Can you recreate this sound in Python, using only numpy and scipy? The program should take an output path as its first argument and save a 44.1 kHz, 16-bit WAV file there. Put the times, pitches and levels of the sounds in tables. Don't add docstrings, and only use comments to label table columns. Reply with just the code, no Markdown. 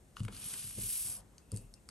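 import sys
import numpy as np
from scipy import signal
from scipy.fft import rfft, irfft, next_fast_len
from scipy.io import wavfile

SR = 44100
rng = np.random.default_rng(int(sys.argv[2]) if len(sys.argv) > 2 else 0)


def to_wav(s):
    ch = np.atleast_2d(s).T
    pcm = np.round(np.clip(ch, -1, 1) * 32767)
    wavfile.write(sys.argv[1], SR, pcm.astype(np.int16))


N = 83790
TIME = np.arange(N) / SR

# time_s, hiss_db, scrape_db
SLIDE = [(.30, -71, -73.5), (.335, -55, -59.5), (.46, -43, -54), (.60, -43.5, -54), (.69, -44.5, -57.5),
         (.745, -48.5, -60), (.80, -40.5, -54.5), (.92, -37, -53.5), (1.06, -38, -55.5), (1.13, -41, -58.5),
         (1.17, -47, -61.5), (1.205, -59.5, -68), (1.25, -113, -109)]
# start_s, body_db, clack_db, ping_db, tick_db
CONTACTS = [(0.1678, -39.5, -49.5, -57, -67), (0.1686, -38, -60, -60, -56.5),
            (0.1961, -46.5, -61, -64, -46), (0.203, -42, -63, -56, -51), (0.2337, -56, -71, -62, -48),
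            (.2500, -42.5, -51, -48, -48.5), (0.2821, -40, -49, -70, -58), (0.2843, -54, -48.5, -80, -52),
            (.325, -48, -55, -59, -51), (0.366, -54, -60, -47, -44.5), (0.5347, -64, -62, -56, -41),
            (0.5383, -42, -41, -44, -37.5), (0.642, -69, -54, -45, -44), (.674, -77, -59, -58, -40.5),
            (0.709, -63, -52, -60, -45), (1.072, -68, -55, -44, -40.5), (1.3812, -84, -60.5, -43.5, -53),
            (1.5178, -55, -63, -48.5, -40), (1.542, -68, -58, -60, -51), (1.5626, -67, -65, -42, -39.5),
            (1.5723, -54, -62, -66, -38), (1.7392, -67, -67, -44.5, -48), (1.889, -50, -51.5, -42, -44)]


def rub(stroke):
    # frequency_hz, density_db
    hiss_colour = [(2000, -44), (5000, -12.5), (7000, -13), (8200, -6), (9400, -2), (10700, 5),
                   (11600, -6.5), (12800, -26), (14200, -75), (15700, -44)]
    scrape_colour = [(150, -4), (400, -30), (800, -7.5), (1400, -3), (1950, -1.5), (2400, 5), (3100, 8),
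                     (4200, 5.5), (5200, 4.5), (7000, 4.5), (11000, -43)]
    snaps_per_s, snap_spread_db, snap_share = 2500, 0.5, 0.3
    judder = amp(1.1 * wander(hz=86.5))
    snaps = np.sign(noise()) * amp(snap_spread_db * np.minimum(rng.exponential(1, N), 4))
    snaps *= rng.random(N) < snaps_per_s / SR
    grain = np.sqrt(snap_share) * unit(snaps)
    hiss_drive, scrape_drive = [(grain + np.sqrt(1 - snap_share) * noise()) * judder for _ in range(2)]
    pressure = amp(1.33 * wander(hz=21.5))
    scrape_gain = level(stroke, column=2) * pressure
    hiss = colour(hiss_drive * level(stroke), hiss_colour)
    middle = hiss + colour(scrape_drive * scrape_gain, scrape_colour)
    side = 0.31 * colour(noise() * scrape_gain, scrape_colour)
    return np.array([middle + side, middle - side])


def strokes():
    # time_s, hiss_db, scrape_db
    grip = [(.16, -63.5, -67), (.185, -60, -59.5), (.203, -69, -68), (.22, -73.5, -73), (.245, -62, -65.5),
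            (.275, -75, -80), (.30, -74, -85)]
    settle = [(1.51, -95, -73), (1.545, -57, -76), (1.59, -63, -75), (1.62, -65.5, -79), (1.68, -76, -89),
              (1.73, -93, -100)]
    return rub(grip) + rub(SLIDE) + rub(settle)


def fizz():
    # frequency_hz, density_db
    fizz_colour = [(8000, -47), (11500, 16), (13000, 5), (14200, -6), (15600, 0)]
    speed = level(SLIDE)
    return amp(-46.5) * colour(noise() * (speed / speed.max()) ** 4.4, fizz_colour)


def contacts():
    # pitch_hz, level_db, t60_s
    body_modes = [(1200, -10.5, 0.016), (1360, -1, 0.012), (1670, -6.5, 0.0063), (2260, -4, 0.0048),
                  (2915, -3.5, 0.012), (3350, -10.5, .007), (4330, -10, 0.0077), (6500, -13, 0.0098)]
    edge_modes = [(4300, -11, 0.01), (4600, -3, 0.011), (5220, -4.5, 0.012), (6340, -6, 0.0098),
                  (10950, -9, 0.018)]
    # frequency_hz, density_db
    clack_colour = [(700, -15.5), (1600, 11), (2300, 5.5), (3100, 7.5), (3900, 5), (5000, -10.5),
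                    (10000, -41.5)]
    tick_colour = [(2500, -29), (4500, 3), (6000, -3.5), (8200, 11.5), (10500, 13), (12500, -28),
                   (15500, -25)]
    body = ring(body_modes, column=1) + rattle(clack_colour, column=2)
    edge = ring(edge_modes, column=3) + rattle(tick_colour, column=4)
    return body + edge


def ring(modes, column):
    rise_s, place_spread_db = 0.00031, 4.1
    out = np.zeros(N)
    for contact in CONTACTS:
        start = contact[0]
        ringing = (TIME >= start) & (TIME < start + .1)
        t = TIME[ringing] - start
        attack = 1 - np.exp(-t / rise_s)
        for hz, mode_db, t60 in modes:
            struck_db = contact[column] + mode_db + place_spread_db * rng.standard_normal()
            out[ringing] += attack * amp(struck_db - 60 * t / t60) * np.sin(2 * np.pi * hz * t)
    return out


def rattle(spectrum, column):
    snap_db, rattle_s, tail_s, tail_db = 13, 0.0013, 0.019, -19.5
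    snaps, envelope = np.zeros((2, N))
    for contact in CONTACTS:
        start, db = contact[0], contact[column]
        snaps[round(start * SR)] += amp(db + snap_db)
        envelope += amp(db) * (fade(start, rattle_s) + amp(tail_db) * fade(start, tail_s))
    return colour(snaps + np.sign(noise()) * envelope, spectrum)


def thumps():
    # start_s, level_db, cutoff_hz, thud_db, slap_db
    blows = [(0.205, -30.5, 167, -53, -67), (0.233, -38, 130, -74, -75), (0.251, -34.5, 110, -59, -74),
             (0.285, -52, 300, -42, -48.5), (.452, -48.5, 90, -75, -72), (0.643, -43.5, 101, -87, -66),
             (0.673, -49, 110, -81, -83), (0.7795, -42.5, 332, -47, -48), (1.049, -51, 171, -74, -62.5),
             (1.5234, -41, 208, -43.5, -49), (1.534, -31, 125, -51, -83), (1.552, -40.5, 130, -42, -58.5),
             (1.636, -32.5, 41.7, -66, -92)]
    # pitch_hz, level_db, t60_s
    desk_modes = [(38.5, -11.5, 0.35), (107.3, 2.5, 0.14), (128.4, 5.5, 0.069), (188.6, 1.5, 0.11),
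                  (206, -13, 0.067), (365, -10, 0.029), (515, -5, 0.018)]
    # frequency_hz, density_db
    thud_colour = [(30, 24.5), (90, -26), (170, 1.5), (250, 4), (340, -11), (540, -11.5), (750, -24),
                   (1500, -42.5)]
    slap_colour = [(150, -41), (300, 6), (420, 2.5), (580, -2.5), (720, -15), (1050, -9.5), (1800, -46)]
    rise_s = 0.0042
    desk, thud, slap = np.zeros((3, N))
    for start, db, cutoff_hz, thud_db, slap_db in blows:
        t = np.maximum(TIME - start, 0)
        push = amp(db) * (1 - np.exp(-t / rise_s))
        for hz, mode_db, t60 in desk_modes:
            decay = amp(mode_db - 60 * t / t60) / np.hypot(1, (hz / cutoff_hz) ** 2)
            desk += push * decay * np.sin(2 * np.pi * hz * t)
        thud += amp(thud_db) * fade(start, seconds=0.069)
        slap += amp(slap_db) * fade(start, seconds=0.011)
    return desk + colour(noise() * thud, thud_colour) + colour(noise() * slap, slap_colour)


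def hand():
    # time_s, level_db
    rumble = [(.18, -58.5), (.29, -53), (.38, -59.5), (.55, -62), (.72, -63), (.84, -48.5), (.98, -82),
              (1.08, -58), (1.2, -63.5), (1.3, -72)]
    brush = [(.27, -70), (.295, -66), (.37, -66.5), (.55, -62), (.66, -85), (1.0, -80), (1.11, -64),
             (1.2, -73), (1.3, -83), (1.42, -74)]
    scuff = [(1.05, -74), (1.115, -64.5), (1.15, -84), (1.177, -64.5), (1.225, -71), (1.29, -87),
             (1.345, -75.5), (1.39, -78)]
    squeak = [(1.42, -78), (1.47, -86), (1.55, -73.5), (1.64, -77), (1.72, -102), (1.78, -73)]
    # frequency_hz, density_db
    rumble_colour = [(22, -18), (43, 4), (70, -9.5), (104, 3), (145, -8), (200, -3.5), (300, -15.5),
                     (550, -28), (1100, -58)]
    brush_colour = [(100, -2), (300, 6), (500, -3), (800, -7), (1300, 0), (2200, -11.5), (5000, -64)]
    scuff_colour = [(300, -22), (500, 8.5), (1100, 7), (1700, -11), (4000, -38)]
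    squeak_colour = [(2000, -37), (2600, 3), (2780, 2), (2950, -23), (3600, -44)]
    layers = [(rumble, rumble_colour), (brush, brush_colour),
              (scuff, scuff_colour), (squeak, squeak_colour)]
    return sum(colour(noise() * level(curve), spectrum) for curve, spectrum in layers)


def room_echo(x):
    # frequency_hz, gain_db
    echo_colour = [(40, -52), (120, -10), (400, -5.5), (1500, -6), (3000, -12), (6000, -8), (9000, -13.5),
                   (14000, -52)]
    t60_s, gap_s = 0.15, 0.002
    t = TIME[:SR // 3]
    tails = rng.standard_normal((2, len(t))) * amp(-60 * t / t60_s) * (t > gap_s)
    send = colour(x, echo_colour, keep_power=False)
    return np.array([signal.fftconvolve(send, tail / np.linalg.norm(tail))[:N] for tail in tails])


def room_tone():
    # frequency_hz, density_db
    air_colour = [(20, -6), (45, 4), (75, 1.5), (110, -3), (190, -2.5), (300, -10), (600, -16), (1200, -24),
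                  (2500, -29.5), (5000, -32), (9200, -24), (12000, -29.5), (13500, -53)]
    # frequency_hz, gain_db
    air_width = [(40, -20), (150, -11), (500, -5), (2000, -1), (7000, -8.5), (11000, -13.5)]
    side = colour(colour(noise(), air_colour), air_width, keep_power=False)
    return amp(-62) * (colour(noise(), air_colour) + np.array([side, -side]))


def amp(db):
    return 10 ** (np.asarray(db) / 20)


def unit(x):
    return x / np.sqrt(np.mean(x ** 2) + 1e-20)


def read(points, hz):
    f, value = np.transpose(points)
    return np.interp(np.log(hz + 1), np.log(f + 1), value)


def level(points, column=1):
    rows = np.array(points)
    return amp(np.interp(TIME, rows[:, 0], rows[:, column], left=-120, right=-120))


def colour(x, points, keep_power=True):
    size = 8192
    gain = amp(read(points, abs(np.fft.fftfreq(size, 1 / SR))))
    response = np.exp(np.conj(signal.hilbert(np.log(gain))))
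    taps = np.fft.ifft(response).real[:size // 2]
    return signal.fftconvolve(x, taps / np.linalg.norm(taps) if keep_power else taps)[:N]


def noise():
    return rng.standard_normal(N)


def fade(start, seconds):
    return (TIME >= start) * np.exp(-np.maximum(TIME - start, 0) / seconds)


def wander(hz):
    return unit(signal.sosfilt(signal.butter(2, hz, fs=SR, output="sos"), noise()))


def scene():
    near = hand() + strokes() + fizz() + contacts() + thumps()
    return near + room_echo(near.mean(axis=0)) + room_tone()


def record(dry):
    # frequency_hz, phase_rad
    port_phase = [(0, 0), (1890, 0), (2900, .8), (4800, .85), (6600, .1), (7800, .7), (8800, -.1),
                  (10200, -3.14), (11800, -6.1), (12700, -6.5), (13600, -9.4), (15000, -12.5)]
    # frequency_hz, level_db
    port_balance = [(30, 2), (70, 1.8), (380, 1.5), (1290, 3), (2400, 2.5), (5000, 3.5), (8100, 1.3),
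                    (15000, -1.5)]
    low_cut_hz, high_cut_hz = 37.8, 15800
    size = next_fast_len(N + 4096)
    hz = np.fft.rfftfreq(size, 1 / SR)
    lean = amp(read(port_balance, hz) / 2)
    response = np.array([lean * np.exp(1j * read(port_phase, hz)), 1 / lean])
    low_cut = 1 - 1 / (1 + (hz / low_cut_hz) ** 14)
    ports = irfft(rfft(dry, size) * low_cut * response, size)[:, :N]
    band_limit = signal.firwin(511, high_cut_hz, window=("kaiser", 9), fs=SR)
    return signal.oaconvolve(ports, band_limit[None], "same")


dry = scene()
out = record(dry)
to_wav(out)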